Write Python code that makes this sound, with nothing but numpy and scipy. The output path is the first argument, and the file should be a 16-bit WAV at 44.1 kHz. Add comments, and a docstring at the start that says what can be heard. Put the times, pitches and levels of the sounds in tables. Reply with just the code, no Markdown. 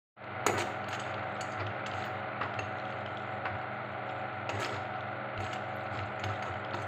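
"""A metal spatula turns dry nuts in a pan on an electric hob, close by in a kitchen.
The blade clinks and scrapes: each contact cracks and sets off fading tones in the pan and blade.
The pan booms softly under each push (filtered noise); nuts and crumbs tick as short filtered bursts.
The hob's cooling fan and mains hum run throughout, made of steady tones and coloured noise."""
import sys
import numpy as np
from scipy import signal
from scipy.fft import rfft, irfft
from scipy.io import wavfile
from scipy.ndimage import map_coordinates

SR = 44100
rng = np.random.default_rng(int(sys.argv[2]) if len(sys.argv) > 2 else 0)


def persist_wave(psi):
    """Save psi, clipped to +-1, as 16-bit WAV."""
    counts = np.round(np.clip(psi, -1, 1) * 32767).astype(np.int16)
    wavfile.write(sys.argv[1], SR, np.atleast_2d(counts).T)


N = 302967
TIME = np.arange(N) / SR
BLOW = np.arange(SR // 6) / SR  # time since a contact, in s

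# All levels in the tables are relative: each source sets its own volume.
FAN_HZ = 22.89  # turns of the fan shaft per second
# tones of the fan: multiple of the shaft speed, level_db
FAN_TONES = [(9, -55.5), (15, -58), (18, -60), (24, -55), (27, -52), (28, -53), (30, -59), (31, -57),
             (33, -52), (34, -54), (36, -59), (37, -59), (52, -60), (57, -56), (58, -55), (60, -55),
             (61, -59), (63, -56), (64, -55), (66, -59), (88, -60), (91, -61)]
# mains hum and other steady tones of the hob: pitch_hz, level_db
HUM_TONES = [(100, -54), (122.9, -51), (200.1, -60), (300.0, -58), (400.3, -62), (500.1, -61), (547.6, -56),
             (600.1, -61), (648.7, -61), (677.2, -59), (707.5, -57), (747.2, -51), (748.6, -51), (818, -60)]
# rush of the fan's air: frequency_hz, level_db (per Hz)
AIR_COLOUR = [(45, -33), (65, -10), (110, -2), (160, -0.5), (235, -4), (380, -2.5), (750, 3.5), (1050, 0.5),
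              (1350, 3.5), (1800, -2), (2150, -1.5), (3000, -12.2), (4300, -22), (5500, -53),
              (16000, -58.5)]
# the microphone draws back from the fan's air: time_s, level_db
AIR_LEVEL = [(2, 1), (3, -0.5)]
# the spatula strikes: start_s, pan_ring_db, crack_db, blade_ring_db, crack_pitch_hz,
# favoured_blade_pitch_hz, top_of_blade_ring_db
STRIKE_EVENTS = [(0.4642, -23, -34, -36.5, 2450, 6740, 12), (0.483, -34, -42, -67, 2300, 6800, -1),
                 (0.883, -52, -50, -61, 3680, 6400, 15), (0.927, -49, -42.5, -57, 3000, 6500, -7),
                 (0.948, -55, -50, -62, 3400, 7000, -1), (0.994, -58, -46, -53.5, 2980, 7650, -31),
                 (1.407, -52, -46.5, -47.5, 2880, 6600, -2), (1.518, -56, -60, -62.5, 4400, 6520, -22.5),
                 (1.861, -47, -43.5, -55.5, 3100, 6500, -12), (2.410, -34.5, -35, -80, 1095, 6510, -20),
                 (2.431, -43, -52, -84, 3640, 6650, -14), (2.588, -36.5, -46.5, -57.5, 2670, 6330, -20),
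                 (3.452, -39, -37, -88, 1047, 6460, -21), (4.491, -32.5, -40.5, -55.5, 2980, 6000, -7),
                 (4.596, -41.5, -49.5, -55.5, 1982, 7883, 2), (5.401, -45, -51, -65, 2704, 8030, 7),
                 (5.44, -51, -56, -63, 3000, 6300, -9), (5.529, -56, -45.5, -56.5, 2970, 5870, -4),
                 (6.193, -60, -50.5, -63.5, 2500, 6440, -2), (6.237, -39, -42, -57.5, 3300, 6480, 12),
                 (6.423, -60, -46.5, -62, 2700, 6520, 2), (6.742, -34.5, -48.5, -65.5, 4190, 6500, 16),
                 (6.817, -50, -58, -65, 2387, 8100, 3)]
# the edge drags over the pan: start_s, length_s, pan_ring_db, blade_ring_db, crumb_crunch_db
SCRAPE_EVENTS = [(0.473, 0.034, -34.5, -66, -46), (0.527, 0.069, -37.5, -70, -53),
                 (0.571, 0.062, -41.5, -47, -36.5), (0.9, 0.063, -53, -55, -42),
                 (0.997, .13, -57, -67, -50.5), (1.429, 0.14, -63.5, -66, -56),
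                 (1.584, 0.045, -42, -75, -42.5), (1.908, 0.19, -52.5, -61, -48.5),
                 (2.418, 0.053, -43, -74, -57), (4.5, 0.11, -46, -61, -51),
                 (4.595, 0.079, -42.5, -50, -37.5), (4.664, .12, -46, -60.5, -49),
                 (5.371, 0.2, -52, -62.5, -50.5), (5.902, 0.13, -50, -66.5, -49),
                 (6.24, 0.1, -46.5, -65, -53), (6.426, 0.081, -46.5, -63, -61),
                 (6.739, 0.095, -54.5, -63, -51.5)]
FIRM_DB = -50  # table level of the blade ring in a firm scrape
# the favoured blade pitch falls as the contact slides along the edge
SLIDE_FROM_HZ, SLIDE_TO_HZ = 8000, 6300
# thin squeaks of the edge: start_s, pitch_hz, level_db
SQUEAK_EVENTS = [(2.042, 14500, -66.5), (5.748, 12650, -72)]
# the loudest nuts snap against the metal: start_s, level_db, pitch_hz
TICK_EVENTS = [(0.241, -39, 2500), (0.602, -29, 2700), (0.621, -33, 3300), (0.842, -39, 2910),
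               (0.91, -39, 2900), (1.039, -40, 3000), (1.142, -35.5, 2880), (1.364, -43, 3000),
               (1.667, -33, 3326), (1.914, -39, 3020), (1.936, -37.5, 3100), (2.023, -42, 4200),
               (2.413, -40, 2420), (2.042, -37, 3100), (2.54, -40.5, 3200), (2.798, -41.5, 3670),
               (2.853, -39, 3220), (3.061, -37, 3080), (3.171, -37.5, 3300), (3.455, -39, 2720),
               (4.631, -29.5, 2900), (4.657, -32.5, 3000), (4.693, -39, 3397), (4.726, -41, 4250),
               (4.764, -42, 4000), (5.007, -40, 3550), (5.376, -37, 2600), (5.465, -39, 3195),
               (5.559, -39.5, 2930), (5.99, -34, 2600), (6.54, -43, 3070), (6.648, -42, 3040),
               (6.709, -39.5, 3470), (6.735, -42, 4400), (6.768, -49, 4200)]
# the spatula shoves the heap: middle_s, length_s, pan_boom_db, nut_rustle_db
PUSH_EVENTS = [(0.528, 0.27, -36.5, -71), (1.148, 0.22, -50, -64), (1.638, 0.19, -36, -77),
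               (1.949, 0.19, -42.5, -70), (2.454, 0.14, -43, -71.5), (2.603, 0.15, -36.5, -65),
               (3.07, 0.24, -51, -68), (3.518, 0.19, -38, -78.5), (4.06, 0.16, -52, -69),
               (4.56, 0.11, -36.5, -64), (4.755, 0.14, -42, -73.5), (5.419, 0.13, -35, -62.5),
               (6.034, 0.32, -37, -66), (6.281, 0.13, -35, -63), (6.516, 0.12, -38, -83),
               (6.823, 0.25, -41, -73)]
RESTING_DB = -55  # boom between pushes, on the same scale as pan_boom_db
# the nuts tumble after each push, then settle
TUMBLE_LAG_S, TUMBLE_RISE_S, SETTLE_DB_PER_S = 0.027, 0.042, 40
# middle pitch of nut snaps and crumb cracks, and how widely single ones differ (on a log scale)
SNAP_HZ, SNAP_SCATTER = 3000, 0.28
CRUNCH_HZ, CRUNCH_SCATTER = 2500, 0.24
# one soft low bump: start_s, level_db, pitch_hz
BUMP = (5.381, -43, 55)
# ringing tones (modes) of the pan: pitch_hz, level_db, time to fade by 60 dB (t60_s)
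PAN_MODES = [(280, -10, 0.18), (353.6, -5, 0.16), (408, -5.5, 0.17), (466, -7, 0.12), (633, -1.5, 0.05),
             (780, -4.5, 0.13), (825, -3, 0.054), (940, -2.5, 0.12), (1210, -9, 0.057), (1317, 4.5, 0.068),
             (1700, -11.5, 0.036), (1964, -8.5, 0.093), (2220, -12, 0.045), (2600, -8, 0.036)]
# modes of the blade: pitch_hz, level_db, t60_s
BLADE_MODES = [(5814, -4, 0.028), (6420, 1, 0.056), (6830, 2.5, 0.046), (7320, -10.5, 0.089),
               (7650, -6, 0.093), (8170, -16.5, 0.13), (10090, -18, 0.09), (10850, -18, 0.061),
               (11570, -17.5, 0.063), (12920, -15, 0.037), (13550, -15.5, .04)]
# modes of the blade's rim: pitch_hz, level_db, t60_s
RIM_MODES = [(2680, 7, 0.04), (4200, -9.5, 0.038)]
# crowd of short-lived modes between the pan's main ones: frequency_hz, level_db (per Hz)
PAN_CLATTER = [(150, -30.5), (270, 0), (420, 3.5), (650, 1.5), (1200, 1), (1700, -2.5), (2400, -8.5),
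               (3200, -23), (4600, -31.5), (6000, -57)]
# the same crowd in the blade: frequency_hz, level_db (per Hz)
BLADE_ZING = [(3000, -13), (4500, 11), (5400, -5.5), (6700, 5.5), (7900, -0.5), (9000, -14.5), (13000, -16),
              (15500, -19)]
# colour of a dry contact: frequency_hz, level_db (per Hz)
CRACK_COLOUR = [(300, -13), (1500, 16.5), (2700, 9.5), (3600, 2), (4500, 2), (5400, -6.5), (7000, -31),
                (9000, -57)]
# colour of nuts rubbing together: frequency_hz, level_db (per Hz)
RUB_COLOUR = [(1000, -10.5), (2800, 10.5), (4300, 4.5), (5300, -13), (7500, -21.5), (8600, -29.5),
              (15000, -40.5)]
# colour of steel rasping on the pan: frequency_hz, level_db (per Hz)
RASP_COLOUR = [(3000, -5), (4500, 2.5), (5400, -3.5), (8000, 7.5), (9500, -15.5), (15500, -10)]
# how long the kitchen's echo lasts: frequency_hz, t60_s
ROOM_DECAY = [(100, 0.52), (4000, 0.59), (7500, 0.4), (11000, 0.35), (15000, 0.61)]
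# the sound fades in: time_s, level_db
FADE_LEVEL = [(.155, -80), (.168, -15.5), (.22, -3), (.3, 1), (.4, 3.5)]
EDGE_HZ = 15650  # top of the sound


def amp(db):
    """Turns decibels into a plain multiplier."""
    return 10 ** (np.asarray(db) / 20)


def unit(x):
    """Scales a sound to rms (average strength) 1."""
    return x / np.sqrt(np.mean(x ** 2) + 1e-20)


def unit_attack(x):
    """Scales a blow to rms 1 over its first fiftieth of a second."""
    return x / np.sqrt(np.mean(x[:SR // 50] ** 2) + 1e-20)


def read(points, hz):
    """Reads a table over frequency, joined on a log axis."""
    f, value = np.transpose(points)
    return np.interp(np.log(hz + 1), np.log(f + 1), value)


def add(mix, s, sound):
    """Adds a sound to the mix at time s, cut off at the end of the mix."""
    part = mix[round(s * SR):][:len(sound)]
    part += sound[:len(part)]


def curve(points):
    """Reads a table of time and level as a multiplier at every moment."""
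    return amp(np.interp(TIME, *np.transpose(points)))


def coloured(x, points):
    """Makes some frequencies of x stronger than others, then sets rms 1."""
    gain = amp(read(points, np.fft.rfftfreq(len(x), 1 / SR)))
    return unit(irfft(rfft(x) * gain, len(x)))


def drift(rate_hz):
    """Slow random wandering, rms 1."""
    knots = rng.standard_normal(int(N / SR * rate_hz * 2) + 4)
    return unit(map_coordinates(knots, [TIME * rate_hz * 2], order=2, mode="nearest"))


def resonate(x, hz, width_hz):
    """One resonance: keeps mostly what lies near one pitch."""
    return signal.lfilter(*signal.iirpeak(min(hz, SR / 2 - 1), hz / width_hz, SR), x)


def resonate_twice(x, hz, width_hz):
    """Two equal resonances in a row pick out the pitch more sharply."""
    return resonate(resonate(x, hz, width_hz), hz, width_hz)


def ring(modes, spread_db, detune=0):
    """A struck body: each contact weights its modes anew, and the nuts on it may shift them a little."""
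    hz, db, t60 = np.transpose(modes)[:, :, None]
    weight, shift = rng.standard_normal((2, *hz.shape))
    turns = hz * (1 + detune * shift) * BLOW + rng.random(hz.shape)
    fading = np.exp(-np.log(1000) * BLOW / t60)
    return (amp(db + spread_db * weight) * fading * np.sin(2 * np.pi * turns)).sum(0)


def grains(size, per_s, spread_db):
    """A train of tiny impacts of very uneven size, at random moments."""
    sizes = amp(spread_db * np.minimum(rng.exponential(1, size), 4))
    return sizes * rng.choice([-1, 1], size) * (rng.random(size) < per_s / SR)


def onset(rise_s):
    """The force of a contact builds over a short time."""
    return (1 - np.exp(-BLOW / rise_s)) ** 2


def burst(colour, decay_s):
    """Many close modes dying together, made from coloured noise."""
    return unit_attack(coloured(rng.standard_normal(len(BLOW)), colour) * np.exp(-BLOW / decay_s))


def shell(x, hz, width_hz, overtone=1.58, overtone_db=-3):
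    """A hard contact speaks at one pitch and at an overtone."""
    return resonate(x, hz, width_hz) + amp(overtone_db) * resonate(x, overtone * hz, width_hz)


def snap(colour, hz, decay_s, width_hz, rise_s=0.00033):
    """The short dry snap of a nut or crumb, peak 1."""
    sound = shell(burst(colour, decay_s) * onset(rise_s), hz, width_hz)
    return sound / abs(sound).max()


def muffled(x, hz):
    """Nuts between blade and pan soften the top of a contact."""
    return signal.lfilter(*signal.butter(2, min(hz, SR / 2 - 1), fs=SR), x)


def force(pan_db):
    """How heavy a contact is, 0-1, judged by its pan level in the table."""
    return np.clip((pan_db + 32) / 7, 0, 1)


def skid(heavy, length_s=.007):
    """A light touch chatters along the metal for a moment; a heavy one lands at once."""
    size = int(length_s * SR)
    touches = grains(size, SR / 10, 3) * signal.windows.tukey(size, .5)
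    touches *= (1 - heavy) / (np.linalg.norm(touches) + 1e-20)
    touches[0] += heavy
    return touches


def pan_ring(heavy, clatter_db=0, decay_s=0.0051, rise_s=0.00036, deep_db=8, deep_hz=410, deep_width_hz=170):
    """The pan, damped by its nuts; only a heavy contact flexes the whole bowl, with a hard first swing."""
    body = unit_attack(ring(PAN_MODES, 1.4)) + amp(clatter_db) * burst(PAN_CLATTER, decay_s)
    body = body * onset(rise_s * (1 - 0.89 * heavy))
    body = signal.lfilter(*signal.butter(2, 110, "high", fs=SR), body)
    flex = heavy * amp(deep_db) * resonate(body, deep_hz, deep_width_hz)
    first_swing = 1 + 1.6 * heavy * np.exp(-BLOW / .003)
    return unit_attack((body + flex) * first_swing)


def blade_ring(favoured_hz, top_db, favour_db=8, favour_width_hz=300, zing_db=-4, decay_s=0.0071,
               rise_s=0.00037):
    """Thin steel: the contact point favours modes near one pitch and sets how much the highest ring."""
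    modes = []
    for hz, db, t60 in BLADE_MODES:
        nearness = np.exp(-((hz - favoured_hz) / favour_width_hz) ** 2)
        modes.append((hz, db + favour_db * nearness, t60))
    steel = unit_attack(ring(modes, 1.7, detune=0.012)) + amp(zing_db) * burst(BLADE_ZING, decay_s)
    lower = signal.lfilter(*signal.butter(4, 8800, "low", fs=SR), steel)
    upper = signal.lfilter(*signal.butter(4, 8800, "high", fs=SR), steel)
    return unit_attack((lower + amp(top_db) * upper) * onset(rise_s))


def kitchen(x, wet_db=-8):
    """Hard walls answer with a dense tail of echoes, each band dying at its own speed."""
    taps = rng.standard_normal(SR) * (np.arange(SR) > .006 * SR)  # silent for the first 6 ms
    hz, t, bands = signal.stft(taps, SR, nperseg=256)
    fading = np.exp(-np.log(1000) * t / read(ROOM_DECAY, hz)[:, None])
    tail = signal.istft(bands * fading, SR, nperseg=256)[1]
    return x + amp(wet_db) * signal.fftconvolve(x, tail / np.linalg.norm(tail))[:N]


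def steady_tone(cycles):
    """A sine of rms 1 that starts at a random point of its swing."""
    return np.sqrt(2) * np.sin(2 * np.pi * (cycles + rng.random()))


def hob(fan_db=-3.0, hum_db=-3.5, air_db=-46.0, waver_db=0.2, chop=0.12, wobble=0.15, wander=0.00053):
    """Fan tones on a nearly steady shaft, air chopped by three blades and throbbing once a turn, and hum."""
    turns = np.cumsum(FAN_HZ * (1 + wander * drift(2.018))) / SR
    fan = sum(amp(db + waver_db * drift(2.7)) * steady_tone(order * turns) for order, db in FAN_TONES)
    hum = sum(amp(db) * steady_tone(hz * TIME) for hz, db in HUM_TONES)
    blade_turns = 3 * turns
    throb = 1 + chop * np.sin(2 * np.pi * blade_turns) + wobble * np.sin(2 * np.pi * turns)
    air = coloured(rng.standard_normal(N), AIR_COLOUR) * throb * curve(AIR_LEVEL)
    return amp(fan_db) * fan + amp(hum_db) * hum + amp(air_db) * air


def thump(decay_s=0.013):
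    """One soft low bump with almost no ring: a sine that dies away fast."""
    s, db, hz = BUMP
    out = np.zeros(N)
    add(out, s, amp(db) * np.sin(2 * np.pi * hz * BLOW) * np.exp(-BLOW / decay_s))
    return out


def stirring(boom_hz=100.5, boom_width_hz=14, boom_db=-6.5):
    """Each push swells and ebbs, rocking the pan on its seat with a soft boom."""
    push = np.zeros(N)
    for middle, length, db, _ in PUSH_EVENTS:
        push += amp(db) * np.cos(np.pi * np.clip((TIME - middle) / length, -.5, .5))
    sway = signal.hilbert(resonate_twice(rng.standard_normal(N), boom_hz, boom_width_hz))
    boom = unit(sway.real / (abs(sway) + 1e-9) ** 0.24)  # steady pressure evens out the swing
    return resonate(amp(boom_db) * np.hypot(push, amp(RESTING_DB)) * boom, boom_hz, 45)


def tumbling():
    """How strongly the nuts move: every push stirs them up, and they settle slowly."""
    motion = np.zeros(N)
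    for middle, _, _, db in PUSH_EVENTS:
        age = TIME - middle - TUMBLE_LAG_S
        rise = np.clip(1 + age / TUMBLE_RISE_S, 0, 1)
        motion = np.maximum(motion, rise * amp(db - SETTLE_DB_PER_S * np.maximum(age, 0)))
    return motion


def rustle(per_s=110, spread_db=3.0, width_hz=600, decay_s=0.0027, clump_db=3.5, still_db=-81, nuts_db=1,
           grazes_per_s=160, graze_db=-16, graze_width_hz=260, count=24):
    """Nuts tumble in clumps, clicking at many pitches; many brush the blade, which shimmers softly."""
    clicks = np.zeros(N)
    for hz in SNAP_HZ * np.exp(SNAP_SCATTER * rng.uniform(-0.81, 1, count)):
        hits = grains(N, per_s / count, spread_db)
        clicks += signal.oaconvolve(hits, snap(RUB_COLOUR, hz, decay_s, width_hz))[:N]
    pitches = [hz for hz, _, _ in BLADE_MODES if SLIDE_TO_HZ < hz < SLIDE_FROM_HZ]
    grazes = np.zeros(N)
    for hz in pitches:
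        grazes += resonate_twice(grains(N, grazes_per_s / len(pitches), 1.7), hz, graze_width_hz)
    motion = (amp(still_db) + tumbling()) * amp(clump_db * drift(11))
    return motion * (amp(nuts_db) * unit(clicks) + amp(graze_db) * unit(grazes))


def ticks(tick_db=-1, decay_s=0.0018, width_hz=700, blade_db=-44, top_db=-18):
    """A nut gives one snap and makes the blade ring faintly."""
    out = np.zeros(N)
    for s, db, hz in TICK_EVENTS:
        add(out, s, amp(db + tick_db) * snap(RUB_COLOUR, hz, decay_s, width_hz))
        add(out, s, amp(db + blade_db) * blade_ring(2 * hz, top_db))
    return out


def crunch(crunch_db=-7.5, per_s=210, spread_db=4.5, decay_s=0.0033, width_hz=1300):
    """Crumbs crack one by one under the dragging edge, each with its own size and pitch."""
    out = np.zeros(N)
    for s, length, _, _, db in SCRAPE_EVENTS:
        cracks = np.zeros(int(length * SR) + len(BLOW))
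        crumbs = max(int(per_s * length), 1)
        for k in range(crumbs):
            size, pitch = rng.standard_normal(2)
            along = (k + rng.random()) / crumbs  # 0-1 through the scrape
            level = amp(spread_db * size) * np.sin(np.pi * along) ** .5
            hz = CRUNCH_HZ * np.exp(CRUNCH_SCATTER * pitch)
            add(cracks, along * length, level * snap(CRACK_COLOUR, hz, decay_s, width_hz))
        add(out, s, amp(db + crunch_db) * cracks * np.sqrt(length * SR / np.sum(cracks ** 2)))
    return out


def clink(s=2.59, db=-42):
    """The rim of the blade catches the pan once and rings clear."""
    out = np.zeros(N)
    add(out, s, amp(db) * unit_attack(ring(RIM_MODES, 0) * onset(.001)))
    return out


def squeaks():
    """The edge squeaks thinly: noise squeezed to one high pitch, swelling and fading."""
    out = np.zeros(N)
    stroke = signal.windows.hann(SR // 30)
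    for s, hz, db in SQUEAK_EVENTS:
        squeak = unit(resonate_twice(rng.standard_normal(len(stroke)), hz, 1600))
        add(out, s, amp(db) * squeak * stroke)
    return out


def scrapes(slips_per_s=1500, spread_db=3, pan_db=-1, blade_db=-8.0, rasp_db=-9.0, rasp_follow=2.4,
            lean_db=6, top_db=-5, count=4):
    """The edge sticks and slips; each place on it rings pan and blade anew, and leaning flexes the bowl."""
    out = np.zeros(N)
    for s, length, pan, blade, _ in SCRAPE_EVENTS:
        size = int(length * SR)
        slips = grains(size, slips_per_s, spread_db) * signal.windows.tukey(size, .5)
        # the contact moves through a few places, with blurred borders
        place = np.round(np.linspace(0, count - 1, size) + rng.uniform(-.5, .5, size))
        sounds = 0
        for k, hz in enumerate(np.linspace(SLIDE_FROM_HZ, SLIDE_TO_HZ, count)):
            bodies = np.array([pan_ring(force(pan + lean_db)), blade_ring(hz, top_db),
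                               burst(RASP_COLOUR, 0.0007)])
            sounds = sounds + signal.fftconvolve((slips * (place == k))[None], bodies, axes=1)
        # the rasp grows faster than the blade ring
        rasp = FIRM_DB + rasp_follow * (blade - FIRM_DB)
        for sound, db in zip(sounds, (pan + pan_db, blade + blade_db, rasp + rasp_db)):
            add(out, s, amp(db) * sound * np.sqrt(size / (np.sum(sound ** 2) + 1e-20)))
    return out


def strikes(pan_db=-5.5, crack_db=-1, blade_db=0, crack_cycles=19, rise_cycles=1.7, crack_q=4.1,
            broad_db=-9, reach=2.7):
    """Each blow cracks and rings pan and blade; one cushioned by nuts is lower, slower and longer."""
    out = np.zeros(N)
    for s, pan, crack, blade, hz, blade_hz, top in STRIKE_EVENTS:
        contact = burst(CRACK_COLOUR, crack_cycles / hz) * onset(rise_cycles / hz)
        contact = muffled(contact, reach * hz)
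        crack_sound = shell(contact, hz, hz / crack_q, overtone_db=-13) + amp(broad_db) * contact
        blade_sound = signal.fftconvolve(blade_ring(blade_hz, top), skid(force(pan)))
        add(out, s, amp(pan + pan_db) * pan_ring(force(pan)))
        add(out, s, amp(crack + crack_db) * unit_attack(crack_sound))
        add(out, s, amp(blade + blade_db) * unit_attack(blade_sound))
    return out


def scene():
    """Spatula and nuts echo in the kitchen, over the hob, the boom and the bump."""
    nuts = rustle() + ticks() + crunch()
    spatula = clink() + squeaks() + scrapes() + strikes()
    return (hob() + thump() + stirring() + kitchen(nuts + spatula))[None]


def record(dry):
    """A short fade in, then everything above the top edge is filtered away."""
    faded = dry * curve(FADE_LEVEL)
    low_pass = signal.firwin(511, EDGE_HZ, window=("kaiser", 9), fs=SR)
    return signal.oaconvolve(faded, low_pass[None], "same")


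dry = scene()
out = record(dry)
persist_wave(out)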